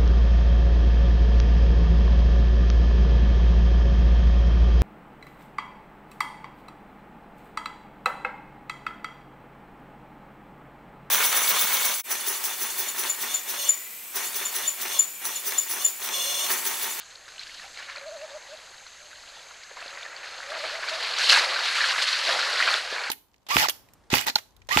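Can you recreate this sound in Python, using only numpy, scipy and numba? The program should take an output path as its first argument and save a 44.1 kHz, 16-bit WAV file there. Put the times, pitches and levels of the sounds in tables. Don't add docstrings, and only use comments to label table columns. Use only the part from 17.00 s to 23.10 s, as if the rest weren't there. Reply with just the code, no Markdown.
import sys
import numpy as np
from scipy import signal
from scipy.fft import rfft, irfft
from scipy.io import wavfile
from scipy.ndimage import uniform_filter1d
from numba import njit

SR = 44100
rng = np.random.default_rng(int(sys.argv[2]) if len(sys.argv) > 2 else 0)


def boost_factor(decibels):
    exponent = np.asarray(decibels, float) / 20
    return 10 ** exponent


def generate_wav(sig):
    pcm = np.round(np.clip(np.atleast_2d(sig).T, -1, 1) * 32767).astype(np.int16)
    wavfile.write(sys.argv[1], SR, pcm)


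N = 269010

# (per Hz, relative)
AIR_SPECTRUM = [(20, 4.5), (80, 0), (200, -7.5), (320, -4.5), (1500, -6.5), (5000, -36), (9000, -10),
                (12500, -14)]
# pitch_hz, width_hz, level_db (before throb and flicker)
CICADA_BANDS = [(6050, 140, -65.5), (6400, 370, -57.5), (6930, 220, -62), (7470, 260, -64),
                (7980, 400, -67.5)]
# time_s, splash_level_db, slosh_db (over splash), patter_db (over splash)
STIRRING = [(0.0, -55, -8, 1), (0.34, -54, -2.5, 1.5), (0.42, -52, -11, 3), (0.62, -51, -9.5, 3.5),
            (0.72, -52.5, -9, 3), (1.06, -54, -3.5, 1.5), (1.24, -49.5, -2, -1), (2.0, -55, -7, 2.5),
            (2.5, -51, -4, 1), (2.75, -52.5, -13, -0.5), (2.8, -45.5, -7, -1), (3.14, -44.5, -7, -5),
            (3.46, -43.5, -5, -1), (3.7, -37, -9, 0), (3.79, -39.5, -6, -1), (3.92, -35, -8, -0.5),
            (4.15, -35, -7, 2), (4.24, -31.5, -9, 7.5), (4.5, -31, -6, -1), (4.7, -30, -13, 0.5),
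            (5.01, -31.5, -12.5, 2.5), (5.21, -32.5, -14, 3), (5.5, -30.5, -7, 1), (5.76, -28.5, -10, 0.5),
            (5.83, -37.5, -7, 0.5), (6.1, -33.5, -12.5, -3.5)]
# crest_s, crest_level_db, length_s, slosh_db (over crest), patter_db (over crest)
LEG_GUSHES = [(.005, -49, 0.023, -26, 3.5), (.285, -50.5, 0.028, -23, 4.5), (0.405, -54, .04, -16, 9),
              (0.472, -54, .05, -16, 9), (0.635, -46, 0.038, -7, -2), (.795, -41.5, 0.11, -13, -2),
              (0.897, -40, 0.068, -25, -8), (0.968, -40.5, 0.079, -10.5, -8), (2.11, -50, 0.035, -19, -12),
              (2.709, -48.5, 0.031, 1, -16), (2.773, -46.5, 0.055, -1.5, -15), (2.99, -47, 0.051, -16, -1),
              (3.056, -49, .04, -6, -2), (3.247, -45, 0.085, -7, 1), (3.546, -37, 0.064, -4, -14),
              (3.645, -37.5, 0.062, -2.5, -6), (3.83, -36, 0.023, -9, -15), (3.895, -40.5, 0.02, -8, 9.5),
              (4.193, -30.5, .04, -11, -4), (4.299, -23, 0.033, -15, 8.5), (4.323, -21, 0.053, -15, 2.5),
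              (4.345, -18.5, 0.087, -17.5, -2.5), (4.576, -38, 0.031, -15, -4),
              (4.765, -27.5, 0.11, -22, -0.5), (4.814, -28, 0.018, -26, -14),
              (4.845, -29.5, 0.096, -13.5, 0.5), (4.903, -30.5, .04, -20, -3), (4.985, -33, .03, -9, -6),
              (5.024, -30.5, 0.02, -24, 7), (5.078, -32, 0.051, -30, 3.5), (5.125, -35, 0.022, -15, 3),
              (5.185, -36, .04, -9, 1), (5.294, -29, 0.12, -1.5, 0.5), (5.362, -44.5, 0.036, 9.5, 0),
              (5.394, -26, 0.021, -17, -1.5), (5.596, -34.5, 0.11, -19, 3), (5.681, -24.5, 0.04, -13, -5),
              (5.732, -30, 0.035, -8, -9), (5.942, -36.5, 0.13, -2, -3.5)]
# lowest_hz, highest_hz, rate_per_s,
# ring_q (quality factor), size_scatter_db, patchiness_db, hiss_db (over the bubbles)
BUBBLE_CROWDS = [(287.7, 955, 300, 10.8, 0.5, -0.96, 3.5), (909, 2752, 1000, 16.2, 2.5, 0.24, -2),
                 (2500, 5530, 1600, 10, 2.5, 1.26, -0.5), (5130, 12800, 2000, 12, 4, 0.8, 3.5)]
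# (per Hz, relative)
WATER_COLOUR = [(120, -70), (200, -42), (346, -24.5), (410, -22), (530, -11.5), (856, -11), (1030, -9.5),
                (1610, -1.5), (3420, -7), (4280, -1), (5530, -11.5), (7520, -16.5), (9400, -24.5),
                (11300, -25), (11900, -30), (15500, -64), (22000, -120)]
# start_s, peak_db, pitch_hz
WATER_SLAPS = [(0.153, -29, 4400), (0.2804, -23, 1570), (0.3822, -27, 2860), (0.394, -27, 4180),
               (0.4326, -21.5, 3990), (0.4633, -28, 2400), (0.5438, -22.5, 4100), (0.5972, -24.5, 1750),
               (0.773, -28, 1700), (0.898, -18, 1830), (0.9597, -34, 4380), (1.2135, -30, 1697),
               (1.37, -33, 1340), (1.8637, -30, 1500), (2.235, -28, 1300), (2.634, -25, 4410),
               (2.6943, -29, 1660), (2.7695, -20, 977), (2.817, -25, 1450), (2.9738, -16.5, 1620),
               (3.052, -20, 1830), (3.1617, -27, 1550), (3.2314, -20, 2140), (3.431, -21, 2080),
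               (3.5026, -20, 4230), (3.5183, -14.5, 1570), (3.698, -15, 1440), (4.1852, -6, 4430),
               (4.2966, -4, 4130), (5.022, -6, 3740), (5.076, -18, 4450), (5.1295, -17, 4400),
               (5.391, -10.5, 1620), (5.5578, -11, 1860), (5.6021, -4, 1600), (5.6247, -1.5, 2220),
               (5.6736, -13, 1510), (5.7405, -9, 1570)]
# start_s, peak_db, pitch_hz, ring_q (quality factor)
CLEAR_PLOPS = [(0.157, -32, 4260, 22), (0.286, -36, 4640, 24), (0.381, -29, 2900, 16),
               (0.394, -27.5, 4070, 61), (0.414, -32, 2210, 11), (0.469, -37, 1610, 19),
               (0.476, -32, 4700, 25), (0.495, -31, 2100, 11), (0.598, -36, 2010, 10),
               (0.642, -40.5, 767, 26), (0.662, -41, 750, 13), (0.774, -29, 4100, 23), (0.79, -27, 1630, 8),
               (0.826, -31.5, 2800, 21), (0.956, -35, 1370, 27), (0.961, -25, 4270, 24),
               (0.97, -32, 2260, 12), (0.982, -32, 4030, 44), (1.082, -33.5, 4150, 20),
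               (1.217, -32, 2680, 14), (1.305, -35, 3840, 20), (1.867, -33.5, 4160, 33),
               (2.13, -36, 1470, 18), (2.369, -39, 840, 11.6), (2.51, -33, 1310, 10),
               (2.633, -31.5, 2130, 11), (2.712, -31, 1580, 8.8), (2.714, -34, 556, 4.7),
               (2.771, -38, 960, 10), (2.823, -35, 670, 11), (2.826, -27.5, 2550, 14), (2.859, -29, 580, 4),
               (2.88, -28.5, 4090, 23), (3.031, -25, 3540, 18), (3.024, -32, 2260, 29),
               (3.062, -27, 1740, 16), (3.165, -26, 4400, 22), (3.244, -32, 2110, 38),
               (3.404, -24, 1610, 10.4), (3.558, -20, 1260, 6), (3.652, -26, 1670, 9),
               (3.833, -22.5, 1680, 22), (3.886, -23, 4470, 73), (4.296, -14, 2500, 13),
               (4.298, -5, 3900, 21), (4.31, -12, 2590, 37), (4.339, -17, 4300, 50),
               (4.374, -14.5, 875, 10), (4.561, -18.5, 1480, 21), (4.59, -14, 1430, 8.6),
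               (4.806, -11, 1720, 14), (4.841, -15.5, 1610, 14), (4.889, -19, 1050, 5.5),
               (4.988, -12.5, 1980, 11), (5.129, -16, 4310, 42), (5.27, -17, 4400, 41),
               (5.28, -33, 660, 19), (5.293, -20, 1640, 16), (5.391, -8, 1420, 5.6), (5.612, -16, 4310, 25),
               (5.676, -10.5, 1500, 13), (5.741, -8, 3440, 13), (5.925, -18.5, 510, 3.8)]
# start_s, end_s, level_db (before the throat and the flutter)
DOVE_NOTES = [(.87, .95, -50), (0.97, 0.986, -42.5), (1.014, 1.257, -38.5), (1.3, 1.379, -39),
              (1.486, 1.553, -42), (1.992, 2.09, -59), (2.907, 2.965, -44.5), (3.423, 3.48, -47),
              (3.473, 3.585, -40.5), (3.6, 3.66, -37.5), (3.72, 3.795, -41), (3.915, 3.967, -38.5)]
# centre_s, half_length_s, rise_hz
DOVE_WARBLES = [(0.989, 0.0107, 76), (1.079, 0.01834, 92), (1.141, 0.023, 116.7), (1.239, 0.021, 76),
                (1.36, 0.016, 62), (1.539, 0.018, 75), (2.041, 0.04, 50), (3.552, .039, 112.2),
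                (3.65, 0.021, 85.7), (3.77, .036, 113), (3.942, 0.0335, 96.4)]
# time_s, pitch_hz, level_db
BIRD_WHISTLE = [(2.335, 3582, -63), (2.341, 3500, -62), (2.399, 3440, -52), (2.405, 3383, -60)]

AIR_DB = -61
GUSH_RISE_SHARE = 0.22
CRACKLE_DB, SPRAY_DB = -8.5, -9.5
DRIPS_PER_S, DRIP_DB = 25, 6
SWELL_DB, SWELL_PATCHY_DB = -34, 5.5
SLAP_SPRAY_DB, SLAP_TAIL_S = -14, 0.033
REST_HZ, THROAT_HZ, THROAT_WIDTH_HZ = 558, 627.5, 41.5


def level(x, db):
    return x * boost_factor(db) / np.sqrt(np.mean(x ** 2))


def curve(rows):
    time_s, *columns = np.transpose(rows)
    return [np.interp(np.arange(N) / SR, time_s, column) for column in columns]


def colour(x, points):
    hz, db = np.transpose(points)
    f = np.maximum(np.fft.rfftfreq(N, 1 / SR), 1)
    gain = boost_factor(np.interp(np.log(f), np.log(hz), db))
    return irfft(rfft(x) * gain, N)


def band(x, lo_hz, hi_hz, order=3):
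    return signal.sosfilt(signal.butter(order, [lo_hz, hi_hz], "band", fs=SR, output="sos"), x)


def walk(rate):
    hold = int(SR / rate)
    steps = np.repeat(rng.standard_normal(N // hold + 1), hold)
    return uniform_filter1d(steps, hold // 2 + 1)[:N]


@njit
def bubbles(start_s, hz, ring_q, rise, size):
    out = np.zeros(N)
    for k in range(len(start_s)):
        start = int(start_s[k] * SR)
        length = int(5 * ring_q[k] * SR / hz[k] / np.pi)
        turn, a, phase = 2 * np.pi * hz[k] / SR, size[k], 0.
        fade, climb = np.exp(-5 / length), (1 + rise[k]) ** (1 / length)
        for i in range(start, min(N, start + length)):
            out[i] += a * np.sin(phase) * min(phase / 6, 1.)
            phase += turn
            turn *= climb
            a *= fade
    return out


def open_air():
    hiss = colour(rng.standard_normal(N), AIR_SPECTRUM)
    return level(hiss, AIR_DB) * boost_factor(1.4 * walk(4.0))


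def cicadas():
    throb = walk(6.9)
    chorus = np.zeros(N)
    for hz, width, db in CICADA_BANDS:
        shimmer = band(rng.standard_normal(N), hz - width / 2, hz + width / 2, order=2)
        chorus += level(shimmer, db) * boost_factor(throb + 0.84 * walk(15.))
    return chorus


def stirring():
    t = np.arange(N) / SR
    splash_db, slosh_db, patter_db = curve(STIRRING)
    power = boost_factor(splash_db + np.array([0 * t, slosh_db, patter_db])) ** 2
    for crest_s, crest_db, length, slosh_db, patter_db in LEG_GUSHES:
        side = length * np.where(t < crest_s, GUSH_RISE_SHARE, 1 - GUSH_RISE_SHARE)
        shape = np.exp(-np.abs((t - crest_s) / side) ** 1.27)
        peaks = boost_factor(crest_db + np.array([[0], [slosh_db], [patter_db]]))
        power += (peaks * shape) ** 2
    return np.sqrt(power)


def crowd(lo_hz, hi_hz, rate, ring_q, scatter_db, patchy_db, hiss_db):
    when, pitch, ring, rise, strength = rng.random((int(rate * N / SR), 5)).T
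    hz = lo_hz * (hi_hz / lo_hz) ** pitch
    size = boost_factor(scatter_db * np.minimum(-np.log(1 - strength), 3.5)) * np.sqrt(hz)
    rings = bubbles(when * N / SR, hz, ring_q * (0.35 + 1.76 * ring ** 2), 0.23 * rise, size)
    hiss = band(rng.standard_normal(N), lo_hz, hi_hz)
    swarm = level(band(rings, lo_hz, hi_hz), 0) + level(hiss, hiss_db)
    return colour(swarm, WATER_COLOUR) * boost_factor(patchy_db * (walk(30.) + walk(90.)))


def crackle():
    when, pitch, strength = rng.random((int(N / SR * 260), 3)).T
    size = boost_factor(1.55 * np.minimum(-np.log(1 - strength), 3.5))
    ticks = bubbles(when * N / SR, 1300 * 6.0 ** pitch, np.full(len(size), 1.5), 0 * size, size)
    return colour(ticks, WATER_COLOUR)


def drips():
    when, pitch, ring, weakness = rng.random((int(DRIPS_PER_S * N / SR), 4)).T
    size = boost_factor(DRIP_DB - 2.2 * weakness)
    return bubbles(when * N / SR, 1000 * 4.8 ** pitch, 8 + 25 * ring ** 2, np.full(len(size), 0.12), size)


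def swell():
    heave = band(rng.standard_normal(N), 124.0, 350.0, order=2)
    return level(heave, SWELL_DB) * boost_factor(SWELL_PATCHY_DB * walk(6.))


def wading():
    splash_gain, slosh_gain, patter_gain = stirring() * boost_factor(0.33 * walk(60.))
    slosh, splash, patter, spray = (crowd(*row) for row in BUBBLE_CROWDS)
    middle = level(splash, 0) + level(crackle(), CRACKLE_DB) + drips()
    deep = level(slosh, 0) + swell()
    high = level(patter, 0) + level(spray, SPRAY_DB)
    return splash_gain * middle + slosh_gain * deep + patter_gain * high


def slaps():
    start_s, peak_db, pitch_hz = np.transpose(WATER_SLAPS)
    count = len(start_s)
    out = bubbles(start_s, pitch_hz, np.full(count, 3.2), np.full(count, 0.1), boost_factor(peak_db))
    t = np.arange(SR // 4) / SR
    fade = 1000. ** (-t / SLAP_TAIL_S) * np.minimum(t / 0.0012, 1)
    for s, db, hz in WATER_SLAPS:
        i = int(s * SR)
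        burst = band(rng.standard_normal(len(t)), hz / 1.43, hz * 1.2, order=2)
        tail = (level(burst, db + SLAP_SPRAY_DB) * fade)[:N - i]
        out[i:i + len(tail)] += tail
    return band(out, 880.0, 12000.0)


def plops():
    start_s, peak_db, pitch_hz, ring_q = np.transpose(CLEAR_PLOPS)
    rings = bubbles(start_s, pitch_hz, ring_q, np.full(len(start_s), 0.12), boost_factor(peak_db))
    return band(rings, 180.0, 10500.0, order=2)


def dove():
    t = np.arange(N) / SR
    hz = np.full(N, float(REST_HZ))
    for centre_s, half_length, rise_hz in DOVE_WARBLES:
        hz += rise_hz * np.exp(-np.abs((t - centre_s) / half_length) ** 2.4)
    breath = sum(boost_factor(db) * (t > start) * (t < end) for start, end, db in DOVE_NOTES)
    throat = 1 / np.sqrt(1 + ((hz - THROAT_HZ) / THROAT_WIDTH_HZ) ** 4)
    gain = uniform_filter1d(breath, size=300) * throat * boost_factor(0.85 * walk(60.))
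    phase = 2 * np.pi * np.cumsum(hz) / SR
    return np.sqrt(2) * gain * (np.sin(phase) + boost_factor(-23.0) * np.sin(2 * phase))


def chirp():
    t = np.arange(N) / SR
    hz, db = curve(BIRD_WHISTLE)
    sounding = 1. * (t > BIRD_WHISTLE[0][0]) * (t < BIRD_WHISTLE[-1][0])
    gain = uniform_filter1d(sounding, size=300) * boost_factor(db)
    return np.sqrt(2) * gain * np.sin(2 * np.pi * np.cumsum(hz) / SR)


def scene():
    water = wading() + slaps() + plops()
    mono = open_air() + cicadas() + water + dove() + chirp()
    return np.array([mono, mono])


def low_pass(x):
    return signal.sosfilt(signal.butter(12, 12090, fs=SR, output="sos"), x)


def record(dry):
    return low_pass(dry)


dry = scene()
out = record(dry)
generate_wav(out)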